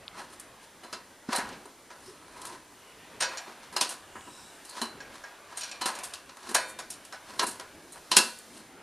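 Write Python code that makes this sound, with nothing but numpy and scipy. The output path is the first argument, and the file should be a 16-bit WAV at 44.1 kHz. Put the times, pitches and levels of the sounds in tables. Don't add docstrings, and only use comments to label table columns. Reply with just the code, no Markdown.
import sys
import numpy as np
from scipy import signal
from scipy.fft import rfft, irfft, next_fast_len
from scipy.io import wavfile
from scipy.ndimage import uniform_filter1d

SR = 44100
rng = np.random.default_rng(int(sys.argv[2]) if len(sys.argv) > 2 else 0)


def generate_wav(signal):
    frames = np.transpose(np.atleast_2d(signal))
    scaled = np.clip(frames, -1, 1) * 32767
    pcm = np.round(scaled).astype(np.int16)
    wavfile.write(sys.argv[1], SR, pcm)


N = 388962

# (frequency [Hz], t60 [s], mid-rung level [dB], rung-end level [dB], side-rail level [dB])
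LADDER_MODES = [(228, 0.29, -15, -7.5, -10), (368, 0.18, -12, -12, -19), (523.5, 0.57, -21.5, -18.5, -14.5),
                (633, 0.47, -17, -23, -11), (736, 0.45, -19, -39, -15), (985.5, 0.18, -11, -9.5, -12.5),
                (1297, 0.39, -10.5, -16, -29), (1483, 0.52, -21.5, -16, -9), (1633, 0.42, -25, -37, -0.5),
                (1665, 0.41, -15.5, -14, -15), (1882, 0.48, -21, -25, -8.5), (2190, 0.34, -34, -29, -8),
                (2397, 0.89, -41, -35.5, -13.5), (2570, 0.34, -31, -21, -10.5),
                (2680, 0.36, -18, -15.5, -48), (2790, 0.36, -15, -15.5, -47),
                (3013, 0.28, -8.5, -25.5, -10.5), (3650, 1, -44, -39.5, -18), (4040, 0.33, -2, -18.5, -11),
                (4250, 0.26, -9, -27.5, -24), (4330, 0.44, -14, -22, -12), (4630, 0.39, -16, -18.5, -13),
                (5010, 0.23, -14, -16, -15), (5340, 0.2, -18, -18, -7.5), (5750, 0.22, -33, -32, -4),
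                (6670, 0.13, -13, -18.5, -4), (7300, 0.085, -18, -25, -2), (7940, 0.24, -22, -27.5, -24),
                (8710, 0.16, -13, -14.5, -9), (9200, 0.2, -12, -23, -17)]
# (low edge [Hz], high edge [Hz], clatter t60 [s], wash level [dB], wash t60 [s], ring level [dB])
BANDS = [(80, 450, 0.086, -4, 0.34, -11.5), (446, 2200, 0.16, 4, 0.35, 2),
         (2376, 6500, 0.12, -9.5, 0.33, -3), (6330, 14500, 0.092, -14, 0.37, -2)]


def amp(db):
    return 10 ** (np.asarray(db) / 20)


def rms(x):
    return np.sqrt(np.mean(x ** 2) + 1e-20)


def decay(t, t60):
    return np.exp(-np.log(1000) * t / t60)


def eq_curve(points, hz):
    point_hz, db = np.transpose(points)
    return amp(np.interp(np.log(hz + 1), np.log(point_hz + 1), db))


def high_pass(hz, corner_hz, order):
    ratio = (hz / corner_hz) ** order
    return ratio / np.sqrt(1 + ratio ** 2)


def resonance(hz, centre, width):
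    return 1 / (1 + (2 * (hz - centre) / width) ** 2)


def filtered(x, response):
    size = next_fast_len(len(x) + 4096, True)
    return irfft(rfft(x, size) * response(np.fft.rfftfreq(size, 1 / SR)), size)[:len(x)]


def noise(response, size):
    x = irfft(rfft(rng.standard_normal(size)) * response(np.fft.rfftfreq(size, 1 / SR)), size)
    return x / rms(x)


def wobble(rate, size):
    knots = rng.standard_normal(int(size * rate / SR) + 4)
    return np.interp(np.arange(size) * rate / SR, np.arange(len(knots)), knots)


def add(track, time, x):
    start = round(time * SR)
    x = x[max(-start, 0):max(N - start, 0)]
    track[max(start, 0):][:len(x)] += x


def steady_noise(spectrum):
    return noise(lambda hz: eq_curve(spectrum, hz), next_fast_len(N, True))[:N]


def drifting_noise(spectrum, drift_db):
    frames = signal.stft(steady_noise(spectrum), nperseg=1024)[2]
    patches = uniform_filter1d(rng.standard_normal(frames.shape), 4, axis=0)
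    patches = uniform_filter1d(patches, 9, axis=1)
    x = signal.istft(frames * amp(drift_db * patches / rms(patches)), nperseg=1024)[1][:N]
    return x / rms(x)


def microphone_hiss(level_db=-61):
    spectrum = [(2800, -58), (4200, -19), (6000, 7), (9500, 14.5), (12000, 3), (14300, 9.5)]  # (frequency [Hz], relative density [dB])
    return amp(level_db) * steady_noise(spectrum)


def mountain_air(low_trim_db=-0.5, rustle_trim_db=-0.53, hiss_trim_db=-4.5, flutter_db=1):
    # (time [s], low air [dB], rustle [dB], hiss [dB])
    faders = [(0.0, -55.5, -53.5, -57.5), (0.76, -61, -55.5, -56.5), (1.3, -59.5, -57.5, -56.5),
              (1.47, -48.5, -47, -53.5), (1.74, -61.5, -59, -56), (2.38, -56, -55, -60),
              (2.75, -61.5, -58, -55), (3.24, -53, -50.5, -55), (3.37, -64, -45, -50),
              (3.56, -60.5, -52.5, -55), (4.2, -55.5, -54, -55.5), (4.72, -59.5, -54.5, -52),
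              (4.96, -52.5, -51.5, -56), (5.23, -58, -51.5, -54.5), (5.55, -63.5, -53.5, -57.5),
              (5.82, -59, -50.5, -56), (5.99, -60, -45, -50), (6.16, -61, -52.5, -55.5),
              (6.41, -61, -59, -57), (6.66, -54.5, -52, -56), (6.93, -57, -55.5, -55),
              (7.2, -60.5, -54.5, -54.5), (7.44, -55, -53, -53), (7.76, -56.5, -54, -55),
              (8.33, -60.5, -57, -49.5), (8.82, -55.5, -54, -59.5)]
    # (frequency [Hz], relative density [dB])
    low_spectrum = [(20, -18), (60, -7.5), (150, -7), (300, -2), (450, -5.5), (800, -14.5), (2000, -41)]
    rustle_spectrum = [(200, -17), (550, 3), (1000, 4), (1700, 2), (2800, -3), (5000, -13), (10000, -61)]
    hiss_spectrum = [(1200, -27), (3500, 1), (6000, 1), (8000, -1.5), (10000, 0), (12000, -6.5),
                     (14300, -10)]
    times, *columns = np.transpose(faders)
    low_db, rustle_db, hiss_db = [np.interp(np.arange(N) / SR, times, db) for db in columns]
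    low_db += low_trim_db + flutter_db * wobble(21, N)
    low = amp(low_db) * drifting_noise(low_spectrum, drift_db=1.9)
    rustle_db += rustle_trim_db + flutter_db * wobble(24, N)
    rustle = amp(rustle_db) * drifting_noise(rustle_spectrum, drift_db=2)
    hiss = amp(hiss_db + hiss_trim_db) * steady_noise(hiss_spectrum)
    return low + rustle + hiss


def rubs():
    # (peak time [s], half length [s], pitch [Hz], width [Hz], level [dB])
    swells = [(2.08, 0.033, 5250, 700, -57), (2.107, 0.026, 385, 52, -46.5), (2.471, 0.11, 1000, 130, -50),
              (2.89, 0.1, 2900, 200, -62), (4.18, 0.17, 2870, 185.2, -62), (4.2, .08, 6900, 648.1, -62.5),
              (4.35, 0.098, 8700, 463, -72), (4.36, 0.23, 8150, 2500, -57.5), (4.393, 0.1, 5360, 700, -59),
              (4.41, 0.13, 3870, 277.8, -59), (4.71, 0.031, 4536, 400, -53)]
    out, t = np.zeros(N), np.arange(-SR // 2, SR // 2) / SR
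    for time, half_length, centre, width, db in swells:
        tone = noise(lambda hz: resonance(hz, centre, width), len(t))
        add(out, time + t[0], amp(db) * np.exp(-(t / half_length) ** 2) * tone)
    return out


def ticks(half_length_s=0.00025, tail_gain=0.13, tail_s=0.0022):
    cues = [(.0804, 3650, -23), (4.2102, 3200, -36)]  # (time [s], pitch [Hz], level [dB])
    out, t = np.zeros(N), np.arange(-SR // 50, SR // 50) / SR
    for time, hz, db in cues:
        snap = np.exp(-(t / half_length_s) ** 2)
        tail = tail_gain * (t > 0) * np.exp(-abs(t) / tail_s)
        add(out, time + t[0], amp(db) * (snap + tail) * np.cos(2 * np.pi * hz * t))
    return out


def mode_gains(spot):
    return amp([np.interp(spot, [0, 1, 2], levels) for _, _, *levels in LADDER_MODES])


def mode_shapes(size):
    centres = np.array(LADDER_MODES)[:, :1]
    return resonance(np.fft.rfftfreq(size, 1 / SR), centres, width=48 + 0.0096 * centres)


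def ladder_colour(shapes, spot, size, stand_out_db, scatter_db=4.0):
    # (frequency [Hz], level [dB])
    weak_modes = [(80, -22), (140, -23.5), (220, -7), (360, -2.5), (480, -6.5), (750, 1), (1000, -1.5),
                  (1600, 0.5), (2200, -3.5), (3300, -2), (4200, -1.5), (7000, -2), (9800, 2.5), (11500, -4),
                  (14000, -24)]
    # (frequency [Hz], width [Hz], level [dB])
    tube_peaks = [(1009, 165, 15), (4220, 200, 8.5)]
    hz = np.fft.rfftfreq(size, 1 / SR)
    gains = mode_gains(spot) * amp(stand_out_db + scatter_db * rng.standard_normal(len(LADDER_MODES)))
    mode_power = gains ** 2 @ shapes ** 2
    tube = sum(amp(db) * resonance(hz, centre, width) for centre, width, db in tube_peaks)
    tube_power = np.clip(1 - spot, 0, 1) * tube ** 2
    return eq_curve(weak_modes, hz) * np.sqrt(1 + mode_power + tube_power)


def clatter(low_hz, high_hz, colour, size):
    def band(hz):
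        low_pass = np.sqrt(abs(1 - high_pass(hz, high_hz, order=6) ** 2))
        return colour * high_pass(hz, low_hz, order=6) * low_pass
    return noise(band, size)


def ring(low_hz, high_hz, spot, t, detune=0.003, scatter_db=1.2):
    out = np.zeros(len(t))
    for (hz, t60, *_), gain in zip(LADDER_MODES, mode_gains(spot)):
        if low_hz <= hz < high_hz:
            pitch = hz * (1 + detune * rng.standard_normal())
            cycles = pitch * t + rng.random() + 0.15 * wobble(50, len(t))
            strength = gain * amp(scatter_db * rng.standard_normal())
            out += strength * decay(t, t60) * np.sin(2 * np.pi * cycles)
    return np.sqrt(2) * out


def thumps(attack_s=0.0035, bend=0.14, bend_s=0.012):
    landings = [(1.288, 223, -12, 0.025), (4.82, 228, -28.5, .13), (8.173, 167, -33.5, 0.1)]  # (time [s], settled pitch [Hz], relative level [dB], t60 [s])
    out, t = np.zeros(N), np.arange(SR // 3) / SR
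    for time, hz, db, t60 in landings:
        pitch = hz * (1 + bend * np.exp(-t / bend_s))
        cycles = np.cumsum(pitch) / SR + rng.random()
        envelope = (1 - np.exp(-t / attack_s)) * decay(t, t60)
        add(out, time, amp(db) * envelope * np.sin(2 * np.pi * cycles))
    return out


def grit(size, catches_per_s=230, catch_s=0.003, catch_share=0.32):
    impulses = (rng.random(size) < catches_per_s / SR) * rng.exponential(1, size)
    catches = signal.lfilter([1], [1, -np.exp(-1 / (catch_s * SR))], impulses)
    envelope = 1 - catch_share + catch_share * catches / rms(catches)
    return envelope / rms(envelope)


def scrapes(spot=0.64, trim_db=-3.0):
    # (peak time [s], rise [s], fall [s], thud [dB], clank [dB], clink [dB], spark [dB])
    slides = [(0.188, 0.023, 0.044, -48.5, -36.5, -43.5, -48.5),
              (0.335, 0.025, 0.027, -51, -50, -51.5, -51.5), (0.64, 0.02, 0.03, -70, -65, -56, -57),
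              (1.325, 0.014, 0.018, -68, -32, -33, -42), (1.44, 0.026, 0.059, -56, -41, -54, -60),
              (2.08, 0.12, 0.12, -68, -55, -54.5, -54.5), (2.46, 0.13, 0.076, -67, -43.5, -50, -51),
              (2.535, 0.047, 0.034, -44.5, -43.5, -48.5, -55), (3.34, 0.024, 0.024, -55, -42, -48, -63),
              (3.482, 0.02, 0.058, -48, -47, -52, -61), (3.635, 0.01, 0.034, -66, -50, -49.5, -64),
              (3.915, 0.015, 0.03, -69, -39, -42.5, -46), (4.79, 0.039, 0.029, -48, -38, -40.5, -48),
              (5.15, 0.035, 0.06, -76, -48, -51, -56.5), (5.529, 0.037, 0.03, -59, -43.5, -54, -63),
              (5.649, 0.066, 0.071, -70, -46, -41, -50), (6.48, 0.064, 0.054, -50, -42.5, -45.5, -50.5),
              (6.7, 0.017, 0.02, -64, -47, -54, -40), (7.301, 0.034, 0.09, -55, -46, -49, -55),
              (7.435, 0.022, 0.017, -33, -26, -47, -33.5), (7.96, 0.012, 0.03, -57, -43, -52.5, -58),
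              (8.57, 0.066, 0.065, -51, -55, -51.5, -52)]
    out, t = np.zeros(N), np.arange(-SR // 3, SR * 2 // 3) / SR
    shapes = mode_shapes(len(t))
    for time, rise, fall, *levels in slides:
        colour = ladder_colour(shapes, spot, len(t), stand_out_db=15)
        stroke = np.exp(-np.maximum(-t / rise, t / fall)) * grit(len(t))
        for db, (low, high, *_) in zip(levels, BANDS):
            add(out, time + t[0], amp(db + trim_db) * stroke * clatter(low, high, colour, len(t)))
    return out


def strikes(graze_db=-13, graze_s=0.0021, attack_s=0.00047, crack_s=0.00043,
            chatter_db=3, chatter_per_s=330, trim_db=0.5):
    # (time [s], thud [dB], clank [dB],
    # clink [dB], spark [dB], clatter length [1 = usual], spot [0 mid-rung, 1 rung end, 2 side rail])
    hits = [(0.398, -68.5, -64, -57, -43.5, 0.57, 1), (0.835, -57, -49.5, -52, -57.5, 1.5, 0),
            (0.928, -47, -39, -39, -46.5, 0.88, 0.62), (1.29, -42, -38.5, -49, -70, 0.44, 1),
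            (1.33, -46, -29.5, -35.5, -40.5, 2.8, 0.78), (1.36, -61, -39, -34.5, -30, 1.4, 0.14),
            (1.384, -36, -34, -41.5, -45, 1.1, 1), (1.49, -70, -51, -49, -55, 0.27, 0.82),
            (1.527, -65, -60, -51, -75, 1, 0.35), (1.655, -54, -49, -62, -55.5, 0.58, 0),
            (1.904, -78, -47, -55, -64, 1.3, 1), (2.417, -60, -54, -50, -46.5, 0.59, 0.78),
            (2.453, -69, -67, -48, -42.5, 2, 1), (3.206, -63, -34, -30, -33, 1.5, 1.66),
            (3.224, -67, -32.5, -30, -41, 0.8, 1.7), (3.372, -59, -45.5, -39, -49, 1.2, 2.5),
            (3.727, -56, -47, -52, -53, 1, 0.83), (3.765, -45.5, -30.5, -28, -34.5, 0.61, 0.29),
            (3.811, -48, -31, -23.5, -28, 0.75, 1.24), (3.818, -44.5, -55, -48, -46, 0.64, 1.2),
            (3.892, -76, -50, -44, -37.5, 1.6, 0.75), (4.155, -51, -43, -72, -63, 1.2, 0.61),
            (4.274, -51.5, -48.5, -63, -70, 0.64, 0.26), (4.65, -70, -65, -55, -50, 1, 0),
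            (4.694, -62, -68, -52, -46, 1, 0), (4.816, -41, -33, -33, -36, 1.34, 0.11),
            (5.004, -66, -42.5, -49, -63, 0.55, 2.3), (5.238, -77, -42.5, -50, -64, 1.2, 3.1),
            (5.573, -80, -47, -42.5, -36.5, 1.2, 1.6), (5.61, -77, -51, -39.5, -42, 0.68, 2.3),
            (5.633, -72, -49, -38, -45, 0.91, 2.2), (5.714, -68, -55, -41, -48, 1, 2.3),
            (5.813, -44.5, -33.5, -35, -40, 1.2, 0), (5.858, -39, -31.5, -31.5, -31, 1.35, 0.45),
            (5.952, -54, -59, -47, -45, 0.71, 1.9), (5.988, -57, -48, -47, -43.5, 0.87, 0.81),
            (6.035, -58, -49.5, -43, -38, 2.1, 1), (6.137, -65, -52, -39.5, -42, 0.5, 1),
            (6.293, -68, -52, -50.5, -81, 0.84, 0.62), (6.37, -62, -49.5, -57, -55.5, 0.4, 0.78),
            (6.49, -43, -44.5, -44, -44, 1.7, 0.68), (6.514, -40, -44, -51, -45, 0.47, 0.21),
            (6.547, -46, -24.5, -24, -22.5, 0.67, 1.7), (6.789, -67, -40.5, -42, -43.5, 1.1, 1.6),
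            (6.903, -58, -58, -45.5, -37.5, 1.5, 1.7), (7.05, -75, -72, -55, -49.5, 0.8, 1),
            (7.125, -74, -42.5, -47, -54, 0.91, 1.4), (7.394, -45, -28.5, -25, -35, 0.76, 0.46),
            (7.467, -50, -43, -41, -34, 2.4, 0.57), (7.597, -52, -43, -44, -47.5, 0.89, 0.91),
            (7.922, -68, -73, -57, -46.5, 1.9, 0), (8.1163, -41.5, -27.5, -23, -31, 0.67, 0.31),
            (8.1672, -32, -22.5, -15, -14, 0.67, 0.86), (8.387, -82, -67, -57, -48, 0.74, 0.26)]
    out, t = np.zeros(N), np.arange(-SR // 100, SR * 59 // 100) / SR
    age = np.maximum(t, 0)
    graze = amp(graze_db) * np.exp(-abs(t) / graze_s)
    onset = 1 - np.exp(-age / attack_s) + graze
    crack = np.exp(-age / crack_s)
    transient = (t >= 0) & (t < 0.01)
    shapes = mode_shapes(len(t))
    for time, *levels, length, spot in hits:
        colour = ladder_colour(shapes, spot, len(t), stand_out_db=17)
        contact = amp(chatter_db * wobble(chatter_per_s, len(t))) + crack
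        for db, (low, high, clatter_t60, wash_db, wash_t60, ring_db) in zip(levels, BANDS):
            envelope = contact * decay(age, clatter_t60 * length) + amp(wash_db) * decay(age, wash_t60)
            rattle = envelope * clatter(low, high, colour, len(t))
            blow = onset * (rattle + amp(ring_db) * ring(low, high, spot, age))
            add(out, time + t[0], amp(db + trim_db) * blow / rms(blow[transient]))
    return out


def scene(ladder_low_cut_hz=125):
    steps = strikes() + scrapes() + thumps()
    ladder = filtered(steps, lambda hz: high_pass(hz, ladder_low_cut_hz, order=2))
    mid = ladder + rubs() + ticks() + mountain_air()
    side = microphone_hiss()
    return np.array([mid + side, mid - side])


def record(dry, top_hz=14500):
    return np.array([filtered(channel, lambda hz: hz < top_hz) for channel in np.clip(dry, -1, 1)])


dry = scene()
out = record(dry)
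generate_wav(out)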